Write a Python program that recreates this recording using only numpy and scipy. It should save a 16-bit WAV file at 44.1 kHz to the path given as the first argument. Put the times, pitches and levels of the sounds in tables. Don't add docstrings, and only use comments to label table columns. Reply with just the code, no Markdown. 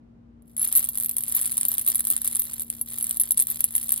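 import sys
import numpy as np
from scipy import signal
from scipy.fft import rfft, irfft
from scipy.io import wavfile

SR = 44100
rng = np.random.default_rng(int(sys.argv[2]) if len(sys.argv) > 2 else 0)


def generate_wav(signal):
    frames = np.transpose(np.atleast_2d(signal))
    scaled = np.clip(frames, -1, 1) * 32767
    pcm = np.round(scaled).astype(np.int16)
    wavfile.write(sys.argv[1], SR, pcm)


N = 176400


def undb(db):
    return 10 ** (np.asarray(db) / 20)


def across(points):
    hz, value = np.array(points, float).T
    return np.interp(np.log(np.arange(N + 1) * SR / (2 * N) + 1), np.log(hz), value)


def filtered(x, response):
    return irfft(rfft(x, 2 * N) * response)[..., :N]


def colour(x, points):
    gain = undb(across(points))
    return filtered(x, gain / np.sqrt(np.mean(gain ** 2)))


def fade(t, t60):
    return np.exp(-np.log(1000) * t / t60)


def add(out, start, sound):
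    i = int(np.clip(start * SR, 0, N))
    out[i:i + len(sound)] += sound[:N - i]


# f/Hz, relative level/dB
NOISE_TONE = [(15, -51), (25, -2.5), (102, -2), (168, -4), (231, -6.5), (353, -14), (11300, -62),
              (14000, -78)]
# f/Hz, level/dB
NOISE_WIDTH = [(50, -21.5), (500, 1.5)]
# f/Hz, level/dB
HUM_NOTES = [(58, -61.5), (118, -64.5), (234.3, -54.5), (296, -69.5)]
def background(noise_db=-56, waver_db=0.93, left_lead_db=4.5):
    t = np.arange(N) / SR
    left_right = np.array([[1], [-1]])
    middle, side = colour(rng.standard_normal((2, N)), NOISE_TONE)
    noise = middle + filtered(side, undb(across(NOISE_WIDTH))) * left_right
    hum = 0
    for hz, db in HUM_NOTES:
        waver = signal.resample(rng.standard_normal(size=24), N)
        note = np.sqrt(2) * np.sin(2 * np.pi * (hz * t + rng.random()))
        hum += undb(db + waver_db * waver) * note
    return undb(noise_db) * noise + hum * undb(left_lead_db * left_right / 2)


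# t/s, level/dB
PELLET_CLICKS = [(0.422, -48), (0.5663, -19.5), (0.6462, -13), (0.7937, -11), (0.8287, -16.5),
                 (0.8494, -17), (0.9544, -18), (1.0095, -16.5), (1.025, -17.5), (1.112, -16.5),
                 (1.207, -18), (1.2817, -16), (1.297, -19), (1.323, -12), (1.3923, -17), (1.4294, -15),
                 (1.4568, -11.5), (1.476, -16), (1.5189, -12), (1.57, -13), (1.7947, -13.5),
                 (1.8137, -16.5), (1.864, -12), (1.995, -11.5), (2.0061, -9.5), (2.0509, -13),
                 (2.2172, -15), (2.247, -15), (2.367, -13.5), (2.419, -16), (2.5389, -20), (3.0099, -16.5),
                 (3.0684, -16), (3.1706, -13.5), (3.4699, -14), (3.5136, -16), (3.829, -20),
                 (3.9067, -13.5), (3.934, -17), (3.94, -14), (3.9771, -16)]
def clicks(low_middle_upper_db=(4, -14, -13)):
    times, db = np.array(PELLET_CLICKS).T
    return np.column_stack([times, db[:, None] + np.array(low_middle_upper_db)])


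SHELL_HZ = (9400, 11030, 12190, 12390, 13497, 15680)
# level/dB, fade time/s, pitch spread/fraction, group (0 low, 1 middle, 2 upper)
SHELL_NOTES = [(3, 0.006, 0.014, 0), (-1, 0.044, 0.00065, 1), (2.5, 0.044, 0.0039, 2),
               (12.5, 0.0067, 0.0033, 2), (-7, 0.066, 0.00033, 2), (-15.5, 0.024, 0.0018, 2)]
CONTACT_S = 0.00023
def rattle(hits, size=2600, upper_spread_db=2.5, tick_db=-23, tick_limit_db=-5):
    hz, db, t60, pitch_spread, group = np.column_stack([SHELL_HZ, SHELL_NOTES]).T[:, :, None]
    group = group[:, 0].astype(int)
    t = np.arange(size) / SR
    attack = 1 - np.exp(-t / CONTACT_S)
    ring_shapes = undb(db) * fade(t, t60) * attack
    tick_shape = undb(tick_db) * (fade(t, t60=0.0058) + undb(-10.5) * fade(t, t60=0.035)) * attack
    tick_share = undb((0, -7, 2))
    shell, tick_power = np.zeros(N), np.zeros(N)
    for hit, (detune, vary) in zip(hits, rng.standard_normal((len(hits), 2, len(hz), 1))):
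        start, gains = hit[0], undb(hit[1:])
        if start < N / SR:
            pitch = hz * (1 + pitch_spread * detune)
            waves = np.sin(2 * np.pi * (pitch * t + rng.random(hz.shape)))
            upper_change = undb(upper_spread_db * vary * (group[:, None] == 2))
            add(shell, start, gains[group] @ (ring_shapes * upper_change * waves))
            blow = np.sum((gains * tick_share) ** 2)
            add(tick_power, start, min(blow, undb(tick_limit_db) ** 2) * tick_shape ** 2)
    return shell, tick_power


# f/Hz, relative level/dB
DISC_TONE = [(400, -10.5), (1050, -3), (1550, -4), (2100, 5), (3600, 6.5), (5100, -0.5), (6700, 3.5),
             (9000, 0), (15000, -1)]
def ticks(power, scattered_db=-7):
    direct, *scattered = colour(np.sqrt(power) * rng.standard_normal((3, N)), DISC_TONE)
    lean = undb(across(MIC_BALANCE) / 2)
    return direct, undb(scattered_db) * filtered(np.array(scattered), np.array([lean, 1 / lean]))


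# t/s, level/dB
SHAKE_STRENGTH = [(0.441, -65), (0.499, -44.5), (0.554, -56), (0.58, -24), (0.65, -19), (0.705, -24.5),
                  (0.78, -19.5), (0.92, -31), (0.99, -26), (1.13, -31), (1.36, -19.5), (1.46, -21),
                  (1.545, -25.5), (1.69, -21), (1.845, -27.5), (1.895, -17), (2.03, -30.5), (2.12, -18.5),
                  (2.2, -29.5), (2.239, -19), (2.45, -26), (2.615, -30.5), (2.665, -40.5), (2.75, -28.5),
                  (2.85, -41.5), (2.885, -25.5), (3.4, -29.5), (3.457, -34), (3.49, -23), (3.71, -27.5),
                  (3.77, -25), (3.866, -25.5), (3.92, -23.5)]
def slide(scrape_db=-29.5, ring_db=-21):
    when, db = np.array(SHAKE_STRENGTH).T
    strength = undb(np.interp(np.arange(N) / SR, when, db, left=-np.inf))
    hiss = strength * rng.standard_normal(N)
    grains = signal.resample(rng.exponential(size=2400), N)
    scrape = hiss * grains
    t = np.arange(SR // 10) / SR
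    shell = sum(undb(level) * fade(t, t60) * np.sin(2 * np.pi * hz * t)
                for hz, (level, t60, _, _) in zip(SHELL_HZ, SHELL_NOTES))
    ringing = signal.fftconvolve(scrape, shell / np.linalg.norm(shell))[:N]
    return undb(scrape_db) * colour(scrape, DISC_TONE) + undb(ring_db) * ringing


def bounces(count=700, gap_s=0.009, low_middle_upper_db=(1.5, -9.5, -13.5)):
    when, db = np.array(SHAKE_STRENGTH).T
    chance = rng.standard_normal((count, 5))
    times = when[0] + gap_s * (np.arange(count) + 2 + chance[:, 0] / 2)
    hit_spread_db = 3 * np.minimum(chance[:, 1], 1)
    group_spread_db = 5 * np.minimum(chance[:, 2:], 1)
    hit_db = np.interp(times, when, db) + flight_dip(times) + hit_spread_db
    group_db = hit_db[:, None] + np.array(low_middle_upper_db) + group_spread_db
    return np.column_stack([times, group_db])


def flight_dip(times, flight_s=0.012, dip_db=-6):
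    wait = knocks()[:, 0] - times[:, None]
    return dip_db * np.max((wait > 0) * np.exp(-(wait / flight_s) ** 2), axis=1)


# t/s, low group level/dB, middle group level/dB, upper group level/dB
PELLET_KNOCKS = [(0.5787, -35, -15, -36), (0.5947, -37, -13, -34), (0.616, -42, -11.0, -33),
                 (0.6269, -22, -12, -26), (0.6747, -12.5, -16.5, -21), (0.7262, -4, -27, -24),
                 (0.7521, -2.5, -15.5, -19), (0.7578, -6.5, -23, -14), (0.7652, -9, -12.5, -17.5),
                 (0.7743, -3.5, -20.0, -16), (0.7816, -10, -32, -16), (0.7923, -17, -33, -26),
                 (0.8422, -8.5, -18, -28), (0.8886, -11.5, -40.5, -19), (0.9743, -9, -22, -26.5),
                 (0.9834, -11.5, -27.5, -25.5), (0.9999, -12, -28, -22), (1.0346, -15, -27.5, -24.5),
                 (1.0458, -12, -27, -26.5), (1.06, -11.5, -24, -20.5), (1.0935, -8, -46, -22),
                 (1.1668, -6, -22.5, -21.5), (1.1829, -7, -23, -23), (1.2364, -9, -33, -30),
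                 (1.349, -11, -19, -16), (1.3644, -9.5, -24, -17), (1.4138, -7.5, -15.5, -30.0),
                 (1.423, -9, -24, -29.5), (1.462, -9, -26, -27), (1.526, -12, -25.5, -44),
                 (1.5793, -2, -21, -27), (1.6115, -3.5, -32, -29), (1.6316, -8, -40, -41),
                 (1.6519, -4, -19, -22), (1.6832, -12.5, -22, -16), (1.7164, -9, -23, -22.5),
                 (1.74, -10.5, -35, -23.0), (1.7813, -4.5, -46, -22.5), (1.8761, -6, -46, -24),
                 (1.8855, -11, -34, -20), (1.9012, -9, -38, -23), (1.947, -9, -36, -25),
                 (1.9558, -6, -11, -21), (2.07, -6, -41, -20.5), (2.1018, -4, -21, -17),
                 (2.1117, -7.5, -32.5, -32), (2.1246, -10, -31, -34), (2.1647, -4, -23, -26),
                 (2.1776, -13, -28.5, -36), (2.2762, -3.5, -34, -24), (2.35, -10, -12.0, -40),
                 (2.3565, -7, -45.0, -35), (2.3938, -17, -19, -19), (2.5339, -15, -30, -44),
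                 (2.5962, -12, -25.0, -33), (2.6063, -15, -26, -28), (2.6197, -14.5, -28.5, -29),
                 (2.701, -7.5, -30, -28), (2.8128, -16.5, -14, -20), (2.9843, -12.5, -24, -25),
                 (3.026, -13, -13.5, -24), (3.0425, -9, -34, -30.5), (3.0936, -11, -23, -29),
                 (3.1097, -5.5, -39, -27.5), (3.1983, -7.5, -8, -18), (3.2045, -10.5, -24, -26),
                 (3.2116, -16, -10.5, -19), (3.2136, -7, -36, -22.0), (3.2352, -9.5, -22, -31),
                 (3.3078, -4, -10.5, -17), (3.3195, -7, -14, -19), (3.374, -7, -14.5, -32),
                 (3.3787, -2, -23, -24), (3.3924, -5.5, -17, -35), (3.3993, 2, -14, -27),
                 (3.4062, -8, -27.5, -19), (3.414, -10, -28.0, -27), (3.4224, -7, -22, -21),
                 (3.5015, -16, -24, -20.5), (3.6062, -7, -18, -24), (3.6415, 2.5, -15, -14.5),
                 (3.7523, -2, -16, -29), (3.7622, -10, -18, -17), (3.7798, -8, -30, -36),
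                 (3.892, -7, -29.5, -28), (3.92, -8.0, -28, -20), (3.9243, -4, -30, -20),
                 (3.9611, -11.5, -45.5, -38)]
def knocks():
    return np.array(PELLET_KNOCKS)


# t/s, level/dB
SHIMMER_HITS = [(0.7576, -15), (0.7662, -15), (0.7741, -11), (1.8765, -10), (2.1113, -16), (2.3943, -12),
                (2.6189, -28), (3.1976, -16)]
def shimmer(note=4):
    t = np.arange(SR // 10) / SR
    attack = 1 - np.exp(-t / CONTACT_S)
    ring = np.sin(2 * np.pi * SHELL_HZ[note] * t) * fade(t, t60=SHELL_NOTES[note][1]) * attack
    out = np.zeros(N)
    for start, db in SHIMMER_HITS:
        add(out, start, undb(db) * ring)
    return out


# f/Hz, phase/rad
MIC_PHASE = [(500, 0), (1900, -1.6), (2650, -3.1), (4300, -6.4), (7600, -.7), (9400, 2.4), (15700, 13.4)]
# f/Hz, level/dB
MIC_BALANCE = [(400, 0), (1200, -11), (2600, -2), (8000, 0)]
def microphones(x):
    lag = np.exp(-1j * across(MIC_PHASE))
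    lean = undb(across(MIC_BALANCE) / 2)
    return filtered(x, np.array([lean, lag / lean]))


# f/Hz, level/dB
ECHO_TONE = [(1500, -12), (9000, -17)]
def room(x, t60=0.033, build_s=0.0039):
    t = np.arange(SR // 2) / SR
    tail = rng.standard_normal((2, len(t))) * fade(t, t60) * (1 - np.exp(-t / build_s))
    tail /= np.sqrt(np.sum(tail ** 2) / 2)
    reflected = filtered(x, undb(across(ECHO_TONE)))
    return signal.fftconvolve(reflected[None], tail, axes=1)[:, :N]


def scene():
    quiet_room = background()
    hits = np.vstack([knocks(), clicks(), bounces()])
    shell, tick_power = rattle(hits)
    direct_ticks, scattered_ticks = ticks(tick_power)
    shaken = slide() + shimmer() + shell + direct_ticks
    return microphones(shaken) + scattered_ticks + room(shaken) + quiet_room


def record(dry, low_cut_hz=37, peak_limit=0.8, top_hz=15850):
    x = signal.sosfilt(signal.butter(2, low_cut_hz, "high", fs=SR, output="sos"), dry)
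    x = x / (1 + (x / peak_limit) ** 6) ** (1 / 6)
    return signal.sosfilt(signal.ellip(8, .2, 70, top_hz, fs=SR, output="sos"), x)


dry = scene()
out = record(dry)
generate_wav(out)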